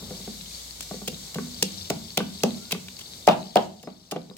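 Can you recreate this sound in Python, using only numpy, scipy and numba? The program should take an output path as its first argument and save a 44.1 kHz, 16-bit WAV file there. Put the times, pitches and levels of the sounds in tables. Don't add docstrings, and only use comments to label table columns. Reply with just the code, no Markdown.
import sys
import numpy as np
from scipy import signal
from scipy.fft import rfft, irfft
from scipy.io import wavfile
from scipy.ndimage import uniform_filter1d
from numba import njit

SR = 44100
rng = np.random.default_rng(int(sys.argv[2]) if len(sys.argv) > 2 else 0)


def unload_wav(signal):
    wavfile.write(
        sys.argv[1],
        SR,
        np.round(np.clip(np.atleast_2d(signal).T, -1, 1) * 32767).astype(np.int16),
    )


def convert_level_to_amplitude(level_db):
    exponent = np.asarray(level_db, float) / 20
    return 10 ** exponent


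N = 192978
TIME = np.arange(N) / SR

# t/s, force level/dB, weight passed to the floor/dB, hardness of contact/dB,
# wall pitch favoured by the spot hit f/Hz
PESTLE_BLOWS = [(0.107, -25, -9, -4, 505), (0.275, -23, -8.5, -8, 510), (0.91, -26, -4, 1.5, 500),
                (1.016, -30.5, -3.5, -3.5, 619), (1.078, -20.5, -9.5, -10, 500),
                (1.356, -27.5, 3.5, 3, 570), (1.626, -14, -13.5, -17.5, 477), (1.902, -10, -13.5, -6, 728),
                (2.175, -13, -10, -1, 513), (2.436, -6, -11.5, -4, 566), (2.725, -22, -4, -3.5, 525),
                (3.276, -11, -11.5, 14, 707), (3.558, -11.5, -10.5, 10.5, 667), (3.834, -39.5, -4, 2, 482),
                (3.873, -20.5, -17.5, -3.5, 585), (4.121, -17, -15.5, -2, 633),
                (4.16, -17.5, -14.5, -5, 500)]
# t/s, force level/dB
PESTLE_REBOUNDS = [
    (1.384, -17.5),
    (2.203, -15),
    (2.748, -22),
    (3.285, -7.5),
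    (3.567, -12),
]
# t/s, force level/dB, weight passed to the floor/dB
PESTLE_NUDGES = [
    (0.023, -34.5, 1.5),
    (0.201, -33.5, -4.5),
    (0.387, -48.5, 10),
    (0.939, -26.5, -14),
    (1.126, -33.5, -9),
    (1.467, -40, 4.5),
    (4.295, -36.5, -2),
    (4.31, -32.5, -8),
]
# t/s, pulp level/dB, length/s, fineness of the jet/dB
JUICE_SQUIRTS = [(0.807, -29.5, 0.005, 11.5), (0.825, -36.5, 0.013, 8), (1.0753, -20, 0.012, 1.5),
                 (1.344, -26, 0.0068, 3), (1.61, -49, 0.0014, 11), (1.625, -11.5, .006, 6.5),
                 (1.9, -16.5, 0.0062, 1.3), (2.173, -7.5, .0065, -4), (2.187, -28, 0.013, -14),
                 (2.434, -12, 0.0043, 0.5), (2.709, -22, 0.0077, -4), (2.719, -10.5, 0.0094, -6.5),
                 (2.738, -46, 0.016, -18), (2.883, -31, 0.0059, -10), (2.99, -37, 0.01, 8),
                 (3.009, -32, 0.0095, -4.5), (3.27, -17.5, 0.0097, 0), (3.285, -9, .008, -26.5),
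                 (3.293, -23.5, 0.05, -23.5), (3.5562, -21.5, 0.0041, 6), (3.566, -13.5, .009, -22),
                 (3.583, -36, .045, -17), (3.828, -42, 0.011, 4), (4.111, -26.5, 0.014, 3.5),
                 (4.1595, -32.5, 0.01, -35), (4.366, -40.5, 0.0081, 6.5)]
# f/Hz, level/dB, time to fall 60 dB t60/s
FLOOR_MODES = [(150.3, -16.5, 0.27), (170.4, 2, 0.19), (188.7, 9.5, 0.13), (202, -3.5, 0.19),
               (240.7, -12, 0.4)]
BELLY_MODES = [(329.7, -5, 0.058), (423.7, -3.5, 0.04), (452, 4.5, 0.028)]
WALL_MODES = [(499, 2.5, 0.053), (590, 4.5, 0.012), (652.7, 17, 0.016), (729.5, 10.5, 0.022),
              (822, -5.5, 0.081)]
WOOD_MODES = [(986, 3.5, 0.015), (1140, 4, 0.023), (1480, -3, 0.032), (1698, 4.5, 0.0062),
              (1960, 9, 0.0033)]
# f/Hz, level/dB, t60/s
ROOM_BANDS = [(127, -23.5, 0.85), (277.6, -17.5, 0.41), (525, -27.5, 0.26), (710, -28, 0.41),
              (1170, -24, 0.32), (2470, -19.5, 0.33), (4500, -16, 0.16), (9450, -20, .2)]
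# t/s, level/dB
PHONE_GAIN = [(0, -1), (.8, -1.75), (1.6, -2), (2.5, -5), (3.2, -4.5), (3.4, -8.5), (3.52, -12),
              (3.64, -10), (3.69, -16), (3.9, -18.5), (4.38, -19)]
# t/s, level/dB, f/Hz
WATER_DROPS = [(0.4115, -30, 3950), (0.5475, -31.5, 4470), (0.7088, -29, 4500), (0.943, -34, 4500),
               (1.1443, -32, 3870), (1.517, -37.5, 4230), (1.545, -31, 4700), (2.1054, -29.5, 4400),
               (2.5064, -30, 3870), (2.5452, -31.5, 4100), (2.654, -34, 4350), (2.9064, -44, 3850),
               (2.968, -32, 4570), (3.1358, -32.5, 3800), (3.429, -34.5, 3960), (3.509, -37, 4430),
               (3.765, -55, 4220), (4.217, -41.5, 4080), (4.3, -38.5, 3850)]
# f/Hz, level/dB per Hz
HISS_COLOUR = [(710, -8.5), (1200, -11), (1760, -12), (2250, -6), (2550, -12.5), (3770, 2.5), (4420, 2),
               (5370, -0.5), (7870, 0), (10000, -12), (13000, -11), (22000, -120)]
# f/Hz, level/dB per Hz
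HOUSE_COLOUR = [(41, -5.5), (70, -14.5), (103, -3.5), (172, 0.5), (380, -9), (441, -8.5), (755, -14),
                (1260, -21.5), (2190, -39), (2500, -71), (3250, -58), (5500, -120)]
# t/s, width/s, murmur level/dB, drone level/dB
HOUSE_SWELLS = [
    (0, .3, 8.5, 5),
    (.6, 0.52, -4.5, -5.5),
    (2.0, 0.27, -0.5, 7.5),
    (3.75, 0.29, -5, 4),
]
# f/Hz, level/dB
MAINS_TONES = [(100, -103), (170, -60)]
# t/s, length/s, start f/Hz, end f/Hz, level/dB
FAR_WHISTLES = [
    (2.531, 0.2, 1280, 1490, -61),
    (3.834, 0.051, 5000, 5200, -53),
    (4.304, 0.0509, 4860, 5050, -56),
]

BOWL_LAG, WATER_LAG = 4, 20
LEFT_RIGHT = np.array([[1], [-1]])


def level(x, db):
    return x * convert_level_to_amplitude(db) / np.sqrt(np.mean(x ** 2))


def band(x, lo_hz, hi_hz):
    sos = signal.butter(2, [lo_hz, min(hi_hz, .45 * SR)], "bandpass", fs=SR, output="sos")
    return signal.sosfilt(sos, x)


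def low_pass(x, hz):
    return signal.sosfilt(signal.ellip(10, .2, 85, hz, fs=SR, output="sos"), x)


def colour(x, table):
    hz, db = np.transpose(table)
    f = np.maximum(np.arange(N // 2 + 1) * SR / N, 1)
    return irfft(rfft(x) * convert_level_to_amplitude(np.interp(np.log(f), np.log(hz), db)), N)


def walk(rate):
    hold = int(SR / rate)
    steps = np.repeat(rng.standard_normal(N // hold + 1), hold)
    return uniform_filter1d(steps, hold)[:N]


def die_away(t, t60):
    return np.exp(-np.log(1000) * t / t60)


def add(out, s, x, pan_db=0., lag=0):
    for ch, sign in enumerate((1, -1)):
        i = int(s * SR) + ch * lag
        n = max(min(len(x), N - i), 0)
        out[ch, i:i + n] += x[:n] * convert_level_to_amplitude(sign * pan_db / 2)


def blows():
    hits = strikes()
    out = np.zeros((2, N))
    chance = rng.standard_normal((len(hits), 4, 10))
    sway = walk(45)
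    sway_starts = rng.integers(0, N - SR // 2, (len(hits), 5))
    for (s, belly_db, floor_db, wall_db, wood_db, spot_hz), c, starts in zip(hits, chance, sway_starts):
        rocking = np.array([sway[i:i + SR // 2] for i in starts])
        wall_modes = [(hz, db - 40 * np.log2(hz / spot_hz) ** 2, t60) for hz, db, t60 in WALL_MODES]
        floor = ring(FLOOR_MODES, floor_db, 0.016, c[0], rocking)
        belly = ring(BELLY_MODES, belly_db - 6, 0.0028, c[1], rocking[::-1])
        wall = ring(wall_modes, wall_db, 0.0024, c[2], rocking)
        wood = ring(WOOD_MODES, wood_db, 0.00041, c[3], rocking)
        add(out, s + .001, floor + belly, .5, BOWL_LAG)
        add(out, s + 0.0009, wall + wood, 3.0, BOWL_LAG)
        i = int(s * SR)
        wet = slosh(wall_db, rng.standard_normal((3, SR // 8)))
        out[:, i:i + SR // 8] += wet[:, :N - i]
    return out


def strikes():
    bottom_hz = 515
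    rows = []
    for s, db, floor, hard, hz in PESTLE_BLOWS:
        wood_db = min(db + hard - 6, -20)
        rows.append((s, db, db + floor, db + hard, wood_db, hz))
    for s, db in PESTLE_REBOUNDS:
        rows.append((s, db, db - 10, db - 11.5, db - 5, bottom_hz))
    for s, db, floor in PESTLE_NUDGES:
        rows.append((s, db, db + floor, db - 6.5, db - 11, bottom_hz))
    return rows


def ring(modes, db, rise_s, chance, rocking):
    t = TIME[:SR // 2]
    hz, mode_db, t60 = np.transpose(modes)[:, :, None]
    k = len(modes)
    shifted_hz = hz * (1 + 0.022 * chance[:k, None])
    tones = np.sin(2 * np.pi * shifted_hz * t) * die_away(t, t60)
    waver_db = 3.5 * (rocking[:k] - rocking[:k, :1])
    balance_db = mode_db + 3.0 * chance[5:5 + k, None] + waver_db
    x = (convert_level_to_amplitude(balance_db) * tones).sum(axis=0) * (1 - np.exp(-t / rise_s))
    return convert_level_to_amplitude(db) * x / np.abs(x).max()


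def slosh(wall_db, noise):
    t = TIME[:noise.shape[1]]
    rattle = band(noise[0] + 1.24 * noise[1:], 487, 906)
    x = rattle * die_away(t, 0.15) * (1 - np.exp(-t / 0.0037))
    return convert_level_to_amplitude(1.28 * wall_db - 8) * x / np.abs(x).max()


def squirts(count=70):
    size = SR // 10
    out = np.zeros((2, N + SR))
    chance = rng.random((len(JUICE_SQUIRTS), 2, 6, count))
    noise = rng.standard_normal((len(JUICE_SQUIRTS), 3, size))
    t = TIME[:size]
    for (s, pulp_db, length, fine_db), c, hiss in zip(JUICE_SQUIRTS, chance, noise):
        length = np.clip(length, .002, .05)
        pulp_hz = 3442 - 118 * s
        fizz_db, spray_db = pulp_db + fine_db, pulp_db - 8 + 0.52 * fine_db
        rise = np.minimum(t / (0.073 * length), 1)
        shape = rise * np.cos(np.pi / 2 * np.minimum(t / length, 1)) ** 1.2
        pulp = convert_level_to_amplitude(pulp_db) * pockets(c[0], pulp_hz, 0.6, length, size, 0.56)
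        fizz = convert_level_to_amplitude(fizz_db) * pockets(c[1], 6300, .9, length, size, 0.3)
        spray = convert_level_to_amplitude(spray_db) * shape * band(0.12 * hiss[0] + hiss[1:], 5300, 21000)
        skin = convert_level_to_amplitude(pulp_db - 8) * shape * band(band(hiss[0], 1880, 5700), 1300, 7400)
        i = int(s * SR)
        out[:, i:i + size] += (pulp + fizz + spray + skin) * convert_level_to_amplitude(.8 * LEFT_RIGHT)
    return out[:, :N]


def pockets(c, hz, octaves, length, size, peak):
    pitch = np.clip(hz * 2 ** (octaves * (0.39 * (c[0] - .5) + c[1] - .5)), 500, 16000)
    start = (c[0] * length * SR).astype(np.int64)
    late = BOWL_LAG + (14 * (c[5] - .3) * pitch / 8000).astype(np.int64)
    squeeze = 0.48 + np.exp(-((c[0] - peak) / 0.49) ** 2)
    gain = np.sign(c[3] - .5) * convert_level_to_amplitude(-3.5 * np.log(c[4] + .01)) * squeeze
    cycles = 2.5 + 4 * c[2]
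    ports = [bubbles(size, np.maximum(start + k * late, 0), pitch, cycles, gain, 0.091) for k in range(2)]
    x = np.array(ports)
    return x / np.abs(x).max()


@njit
def bubbles(size, start, hz, cycles, gain, glide):
    out = np.zeros(size)
    for k in range(len(start)):
        w = 2 * np.pi * hz[k] / SR
        n = int(cycles[k] * SR / hz[k]) + 2
        phase = 0.
        for i in range(min(3 * n, size - start[k])):
            phase += w * (1 + glide * i / n)
            out[start[k] + i] += gain[k] * np.exp(-2. * i / n) * np.sin(phase)
    return out


def room(x):
    t = TIME[:SR // 2]
    tail = 0
    for hz, db, t60 in ROOM_BANDS:
        mid, side = band(rng.standard_normal((2, len(t))), hz / np.sqrt(2), hz * np.sqrt(2))
        pair = mid + np.clip(hz / 450, 0, 1) * side * LEFT_RIGHT
        fade = die_away(t, t60) * np.clip((t - .004) / 0.00097, 0, 1)
        tail = tail + convert_level_to_amplitude(db - 17.5) * pair * fade
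    return signal.fftconvolve(x[:1], tail, axes=1)[:, :N]


def background():
    noise = rng.standard_normal((8, N))
    hiss_db = -50 + gain_db(0.97) + 1.5 * walk(10)
    hiss = level(colour(noise[:3], HISS_COLOUR), 0) * convert_level_to_amplitude(hiss_db)
    flutter = band(hiss[0], 4800, 8500) * (convert_level_to_amplitude(1.6 * walk(5.94)) - 1)
    water = trickle(-49 + gain_db(0.58)) + hiss[0] + flutter
    ports = np.array([convert_level_to_amplitude(6.0) * water, convert_level_to_amplitude(-3.5) * np.roll(water, WATER_LAG)]) + 2.33 * hiss[1:]
    house_db = -52 + swell_db(axis=2) + gain_db(0.33) + 0.6 * walk(6.44)
    house = level(colour(noise[4:6], HOUSE_COLOUR), 0) * convert_level_to_amplitude(house_db)
    murmur = house[0] + 0.13 * house[1] * LEFT_RIGHT
    air_db = -49.5 + gain_db(1.05) + 2.0 * LEFT_RIGHT
    air = level(band(noise[6:], 9500, SR), 0) * convert_level_to_amplitude(air_db)
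    return ports + air + hums() * convert_level_to_amplitude(.7 * LEFT_RIGHT) + murmur


def gain_db(share):
    return share * np.interp(TIME, *np.transpose(PHONE_GAIN))


def trickle(db, count=4500):
    c = rng.random((count, 4)).T
    start = (c[0] * N).astype(np.int64)
    hz = 4300 * 2 ** (0.23 * rng.standard_normal(count))
    size_db = np.minimum(-3.5 * np.log(c[1] + 1e-9), 13)
    gain = convert_level_to_amplitude(size_db) * convert_level_to_amplitude(3.3 * walk(4.7))[start]
    stream = bubbles(N, start, hz, 24.0 + 14 * c[2], gain, 0.16)
    s, drop_db, drop_hz = np.transpose(WATER_DROPS)
    drops = bubbles(N, (s * SR).astype(np.int64), drop_hz, np.full(len(s), 14.), convert_level_to_amplitude(drop_db), 0.011)
    return level(stream, 0) * convert_level_to_amplitude(db) + drops


def swell_db(axis):
    return sum(row[axis] * np.exp(-((TIME - row[0]) / row[1]) ** 2) for row in HOUSE_SWELLS)


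def hums():
    motor_hz = 58.4 - 0.38 * TIME + 2.6 * walk(4)
    phase = 2 * np.pi * np.cumsum(motor_hz) / SR
    idle = (1 + np.tanh((TIME - 1.3) / 0.041)) / 2
    motor_db = -51.5 + idle * (-9 + 3.5 * walk(9.3)) + gain_db(.6) + 1.2 * walk(33)
    motor = np.sqrt(2) * np.sin(phase) * convert_level_to_amplitude(motor_db)
    drone_db = -52 + swell_db(axis=3) + gain_db(.8)
    drone = level(band(rng.standard_normal(N), 80.5, 95), -2.5) * convert_level_to_amplitude(drone_db)
    mains = sum(convert_level_to_amplitude(db) * np.sin(2 * np.pi * hz * TIME) for hz, db in MAINS_TONES)
    return motor + drone + mains


def whistles():
    out = np.zeros((2, N))
    for s, length, start_hz, end_hz, db in FAR_WHISTLES:
        u = np.linspace(0, 1, int(length * SR))
        phase = 2 * np.pi * np.cumsum(start_hz + (end_hz - start_hz) * u) / SR
        loudness = convert_level_to_amplitude(db + 3.0 * walk(90)[:len(u)]) * np.sin(np.pi * u)
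        add(out, s, loudness * np.sin(phase))
    return out


def scene():
    thuds = band(blows(), 120, 12000)
    juice = squirts()
    echo = room(thuds + convert_level_to_amplitude(-6.0) * juice)
    return thuds + juice + low_pass(echo + background(), 15800) + whistles()


def roll_off(x):
    return signal.sosfilt(signal.butter(12, 16980, fs=SR, output="sos"), x)


def record(dry):
    x = signal.sosfilt(signal.butter(3, 45, "highpass", fs=SR, output="sos"), dry)
    x = x / (1 + np.abs(x) ** 4) ** .25
    mix = low_pass(x, 16800)
    return roll_off(mix)


dry = scene()
out = record(dry)
unload_wav(out)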